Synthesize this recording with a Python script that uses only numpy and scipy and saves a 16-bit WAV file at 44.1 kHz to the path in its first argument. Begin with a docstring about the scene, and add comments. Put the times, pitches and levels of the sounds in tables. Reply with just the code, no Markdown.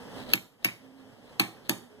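"""Screwdriver jabs on a cane chair

A screwdriver hits a wooden chair frame four times, close by in a small room. Each jab grazes
the cane, cracks on the wood, rings the tool briefly and sets the frame thudding. Cane strands
rustle between jabs over a low background with a faint hum. The stereo sound is wide and hollow."""
import sys
import numpy as np
from scipy import signal
from scipy.fft import rfft, irfft, next_fast_len
from scipy.io import wavfile
from scipy.ndimage import uniform_filter1d

SR = 44100
rng = np.random.default_rng(int(sys.argv[2]) if len(sys.argv) > 2 else 0)


def master_out(mix):
    """Clip the mix to full scale and print it as 16-bit PCM to the path in sys.argv[1]."""
    frames = np.transpose(np.atleast_2d(mix))
    ceiling = np.clip(frames, -1, 1)
    pcm = np.round(ceiling * 32767).astype(np.int16)
    wavfile.write(sys.argv[1], SR, pcm)


N = 88200


def amp(db):
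    """Turn decibels into a number to multiply by."""
    return 10 ** (np.asarray(db) / 20)


def unit(x):
    """Scale a signal to an average strength (rms) of 1."""
    return x / np.sqrt(np.mean(x ** 2))


def curve(points, size):
    """Join (frequency, value) points into a line across the whole spectrum."""
    hz, value = np.array(points).T
    return np.interp(np.log(np.fft.rfftfreq(size, 1 / SR) + 1), np.log(hz), value)


def colour(x, points, keep_power=True, size=4096):
    """Shape the tone along (f/Hz, level/dB) points; keep_power leaves white noise equally strong."""
    gain = amp(curve(points, size))
    cepstrum = irfft(np.log(unit(gain) if keep_power else gain))
    cepstrum[1:size // 2] *= 2  # fold it so the filter never sounds ahead of its input
    cepstrum[size // 2 + 1:] = 0
    response = irfft(np.exp(rfft(cepstrum)))[:size // 2]
    return signal.fftconvolve(x, response)[:len(x)]


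def noise(size=N):
    """White noise: all frequencies equally strong."""
    return rng.standard_normal(size)


def wander(rate):
    """A random drift that turns about `rate` times a second."""
    hold = int(SR / rate)
    steps = np.repeat(noise(N // hold + 1), hold)
    return unit(uniform_filter1d(steps, hold)[:N])


def decay(age, t60):
    """Silence before age 0, then a fade of 60 dB every t60 seconds."""
    return (age >= 0) * np.exp(-np.log(1000) * np.maximum(age, 0) / t60)


def ring(age, tones, scatter, tilt_db=0):
    """A struck object's fading tones, a little off pitch each time; tilt_db is per octave."""
    out = np.zeros(len(age))
    middle_hz = tones[len(tones) // 2][0]
    for k, (hz, db, t60) in enumerate(tones):
        detune = 1 + scatter * rng.standard_normal()
        level = amp(db + tilt_db * np.log2(hz / middle_hz))
        out += (-1) ** k * level * decay(age, t60) * np.sin(2 * np.pi * hz * detune * age)
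    return out


# How much the two sides differ: f/Hz, level/dB
WIDTH = [(50, -6.5), (150, -8), (400, -3), (1200, -13.5), (2000, -4), (2500, -23), (3200, 2), (5000, -8),
         (15000, -2.5)]
def stereo_noise(tone, envelope=1, size=N):
    """One noise shared by both sides, plus another added left and subtracted right."""
    shared, different = (colour(noise(size) * envelope, tone) for _ in range(2))
    return shared + np.array([[1], [-1]]) * colour(different, WIDTH, keep_power=False)


# Tone of the hiss: f/Hz, level/dB
HISS_TONE = [(200, -11), (1500, -0.5), (2500, -12), (5000, -11.5), (14000, -9.5), (16000, -32.5)]
def hiss(level_db=-77.5):
    """A faint, steady microphone hiss."""
    return amp(level_db) * stereo_noise(HISS_TONE)


# Tone of the distant noise: f/Hz, level/dB
BACKGROUND_TONE = [(25, -23.5), (60, -20), (115, -6.5), (180, -8), (260, -2.5), (320, -11.5), (450, -7),
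                   (800, -12), (1600, -20.5), (2300, -33), (3300, -31), (5000, -33), (9000, -35.5),
                   (14000, -41), (16000, -51)]
# Its loudness over time: t/s, level/dB
BACKGROUND_LEVEL = [(0, -45), (0.2, -44.5), (0.33, -46), (0.37, -54.5), (0.52, -62), (0.62, -58.5),
                    (0.8, -58), (1.35, -52.5), (1.56, -54.5), (1.85, -55.5), (2.0, -55)]
def background(t, flicker_db=1.45):
    """A low wash of distant noise, loudest before the first jab."""
    level_db = np.interp(t, *np.array(BACKGROUND_LEVEL).T) + flicker_db * wander(25.2)
    return amp(level_db) * stereo_noise(BACKGROUND_TONE)


# Short hums: start t/s, end t/s, start f/Hz, end f/Hz, level/dB
HUM_NOTES = [(0.04, 0.331, 276, 240.5, -50.5), (0.78, 1.15, 265, 263.5, -54),
             (1.76, 1.896, 246, 241, -53.5), (1.874, 2.05, 418, 431, -57.5)]
def hums(t, fade_s=0.052, waver=0.011):
    """A faint low tone comes and goes, wavering in pitch."""
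    out = np.zeros(N)
    for start, end, from_hz, to_hz, db in HUM_NOTES:
        hz = np.interp(t, [start, end], [from_hz, to_hz]) * (1 + waver * wander(45))
        fade = np.clip(np.minimum(t - start, end - t) / fade_s, 0, 1)
        out += amp(db) * fade * np.sqrt(2) * np.sin(2 * np.pi * np.cumsum(hz) / SR)
    return out


# Rustles of the cane: middle t/s, length t/s, level/dB
CANE_RUSTLES = [(0.218, 0.11, -51), (0.317, .035, -41), (0.634, .02, -60), (0.997, 0.047, -67),
                (1.189, .03, -66), (1.284, .06, -62), (1.66, .04, -56.5)]
# Their tone: f/Hz, level/dB
CANE_TONE = [(500, 5), (2000, -10.5), (3200, -11), (4100, 1.5), (5200, -18.5), (9000, -17), (15000, -22)]
def cane(t, grain_db=3):
    """Strands slide over each other in short grainy rustles."""
    swells = sum(amp(db) * np.exp(-2 * np.minimum(((t - when) / length) ** 2, 20))
                 for when, length, db in CANE_RUSTLES)
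    grain = unit(amp(grain_db * wander(400)))
    return stereo_noise(CANE_TONE, grain * swells)


# Tone of the echoes: f/Hz, level/dB
ECHO_TONE = [(60, -6), (150, -18), (400, 2.5), (800, 9.5), (1300, 2.5), (1900, -2), (2600, -6), (3600, 4.5),
             (5000, -2.5), (9000, 0), (14000, -12.5), (16000, 0)]
# Which way they lean: f/Hz, left minus right level/dB
ECHO_LEAN = [(100, 4.5), (1000, -0.5), (3500, 0), (4500, -9.5), (7000, -2), (14000, -9.5)]
def room(x, length_s=0.45, rise_s=0.015, early_db=-8.5, late_db=-11.5):
    """Quick echoes off the floor and chair, then the small room's longer fade."""
    t = np.arange(int(length_s * SR)) / SR
    rise = 1 - np.exp(-t / rise_s)
    early = amp(early_db) * unit(rise * decay(t, t60=0.078))
    late = amp(late_db) * unit(rise * decay(t, t60=0.35))
    echoes = stereo_noise(ECHO_TONE, np.hypot(early, late) / np.sqrt(len(t)), len(t))
    sides = []
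    for side, sign in zip(echoes, (1, -1)):
        lean = [(hz, sign * db / 2) for hz, db in ECHO_LEAN]
        sides.append(signal.fftconvolve(x, colour(side, lean, keep_power=False))[:N])
    return np.array(sides)


# Tone of the loose joints: f/Hz, level/dB
JOINT_TONE = [(200, -39.5), (500, -11), (800, -3), (1200, -2.5), (1700, -5), (2300, 5.5), (5000, -32.5)]
def joint_clatter(age, rebound_s=0.04):
    """Loose joints clatter at the blow, and again as the chair rocks back once."""
    rocking = decay(age, t60=0.098) + amp(-12) * decay(age - rebound_s, t60=0.05)
    return colour(noise(len(age)) * rocking, JOINT_TONE)


# Ringing tones of the frame: f/Hz, level/dB, fade t/s
FRAME_TONES = [(114.3, -11, 0.34), (128.8, -8.5, 0.26), (168, -12, 0.32), (187.3, -1.5, 0.24),
               (233.7, -2, 0.2), (282, 2.5, .13), (317.7, 3.5, .15), (350, -0.5, 0.056),
               (409.8, -12.5, 0.2), (625, -17, .08), (789, -12.5, 0.12), (857, -3.5, 0.042),
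               (896, -3, 0.04), (1170, -9.5, 0.099)]
def frame_thud(age, tilt_db, rise_s=0.0072, sharp=0.07, settle_s=0.013):
    """The thud swells just after the hit; the pressed frame starts high and sags to pitch."""
    elapsed = np.maximum(age, 0)
    swell = 1 - np.exp(-(elapsed / rise_s) ** 2)
    head_start = sharp * settle_s * (1 - np.exp(-elapsed / settle_s))
    return swell * ring(age + head_start, FRAME_TONES, scatter=0.006, tilt_db=tilt_db)


# Ringing tones of the tool on the wood: f/Hz, level/dB, fade t/s
TOOL_TONES = [(1320, -21, 0.035), (1740, -14, 0.015), (2240, -24.5, 0.045), (2636, -4.5, 0.016),
              (3238, -11.5, 0.022), (3670, -14.5, 0.017), (4220, -2, 0.013), (4580, -5.5, 0.016),
              (7200, -27, .02), (10500, -31, .015), (11700, -28.5, 0.005), (13000, -29.5, .015)]
def tool_ring(age):
    """The screwdriver's shaft rings briefly as it lands."""
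    return ring(age, TOOL_TONES, scatter=0.0031)


# Tone of the crack: f/Hz, level/dB
CRACK_TONE = [(60, -14.5), (250, -0.5), (700, -2), (1300, -0.5), (1900, -0.5), (2600, -8), (3500, -1.5),
              (5300, -4.5), (6800, 0), (8300, -6.5), (12000, 1), (14500, -3.5), (16000, -27)]
def tip_crack(age, t60, slap_db, graze_s=0.0014, slap_after_s=0.019):
    """The tip brushes the cane, snaps and cracks on the wood, and the strands slap back."""
    graze = amp(-10.5) * (age < 0) * np.exp(-np.abs(age) / graze_s)
    snap = amp(-21) * decay(age, t60=0.0026)
    slap = amp(slap_db - 23) * decay(age - slap_after_s, t60=0.039)
    contact = amp(-15) * (graze + decay(age, t60) + slap) + snap
    return colour(noise(len(age)) * contact, CRACK_TONE)


# The jabs: t/s, crack level/dB, crack fade t/s, then a boost or cut in level/dB for each of:
# clack, bite, tick, sizzle, tool, frame, frame tilt (per octave), cane slap, room, clatter
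JABS = [(0.3355, 0.5, 0.015, -7, -3, -3.5, 4, 2.5, -3, 1, 3, -5.5, -1),
        (0.6464, -6, 0.038, -3.5, -2.5, -0.5, 1, -11.5, -6, -3, -2, -2.5, 3),
        (1.3972, -4.5, 0.03, 3.5, -1, 1.5, 3, -1.5, 3, 1, 5, -0.5, 2),
        (1.6945, -0.5, 0.02, -5, -7.5, -3, -1.5, -5.5, 2.5, 2.5, -4, -1.5, -8)]
def jabs(t, length_s=0.25, shaft_echo_db=-11.5):
    """Each jab sounds the wood and the tool together, and the room answers."""
    direct, to_room = np.zeros(N), np.zeros(N)
    for (start, crack_db, crack_t60, clack_db, bite_db, tick_db, sizzle_db,
         tool_db, frame_db, tilt_db, slap_db, room_db, clatter_db) in JABS:
        span = int(round(start, 2) * SR) + np.arange(-SR // 50, int(length_s * SR))
        age = t[span] - start
        crack = amp(crack_db) * tip_crack(age, crack_t60, slap_db)
        tool = amp(tool_db - 11.5) * tool_ring(age)
        thud = amp(frame_db - 30) * frame_thud(age, tilt_db)
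        clatter = amp(clatter_db - 32.5) * joint_clatter(age)
        # where the tip lands changes the tone: f/Hz, level/dB
        spot = [(500, 0.0064), (1100, clack_db), (2200, 0.0046), (3300, bite_db),
                (4500, tick_db), (6000, 0), (11500, 0), (14200, sizzle_db)]
        wood = colour(crack, spot, keep_power=False) + thud + clatter
        shaft = colour(tool, spot, keep_power=False)
        direct[span] += wood + shaft
        # the thin shaft is heard close by and hardly stirs the room
        to_room[span] += amp(room_db) * (wood + amp(shaft_echo_db) * shaft)
    return direct + room(to_room)


def scene():
    """Jabs, cane and background sounds together."""
    t = np.arange(N) / SR
    return jabs(t) + cane(t) + background(t) + hums(t) + hiss()


# Tone of the widening: f/Hz, level/dB
WIDENING_TONE = [(1500, -1), (1900, 6), (2500, 11.5), (3100, 7), (3600, 2.5), (4200, -0.5), (4900, 5.5),
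                 (5500, 5), (6200, -3), (7500, 0.5), (8500, -1)]
# Which way the sound leans: f/Hz, left minus right level/dB
STEREO_LEAN = [(50, -4), (130, -6), (320, -8), (520, 0), (3500, 0), (4500, 5), (6000, 1), (10000, 0),
               (12000, -3), (14500, -5)]
# How far the right side's wave lags: f/Hz, phase/rad
RIGHT_LAG = [(30, .8), (250, .8), (550, 0), (1550, -.1), (1720, .5), (1870, 2.5), (2450, 3.14), (3100, 3.9),
             (3400, 5.8), (4150, 6.4), (4450, 8.6), (4950, 9.45), (5550, 9.9), (6100, 12.4), (6900, 13.3),
             (7550, 15.7), (8600, 18.5), (10100, 21.4), (11400, 24.4), (13000, 28.2), (15600, 35)]
def record(dry, top_hz=16000):
    """Stereo widening brightens the sound and delays the right side's treble; the bass leans right."""
    size = next_fast_len(N + SR // 20)
    lean = amp(curve(STEREO_LEAN, size))
    lag = np.exp(-1j * curve(RIGHT_LAG, size))
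    same_power = np.sqrt(2 / (1 + lean ** 2))
    sides = np.array([lean, lag]) * same_power * amp(curve(WIDENING_TONE, size))
    wide = irfft(rfft(dry, size) * sides, size)[:, :N]
    treble_cut = signal.ellip(8, .2, 70, top_hz, fs=SR, output="sos")
    return signal.sosfilt(treble_cut, np.clip(wide, -1, 1))


dry = scene()
out = record(dry)
master_out(out)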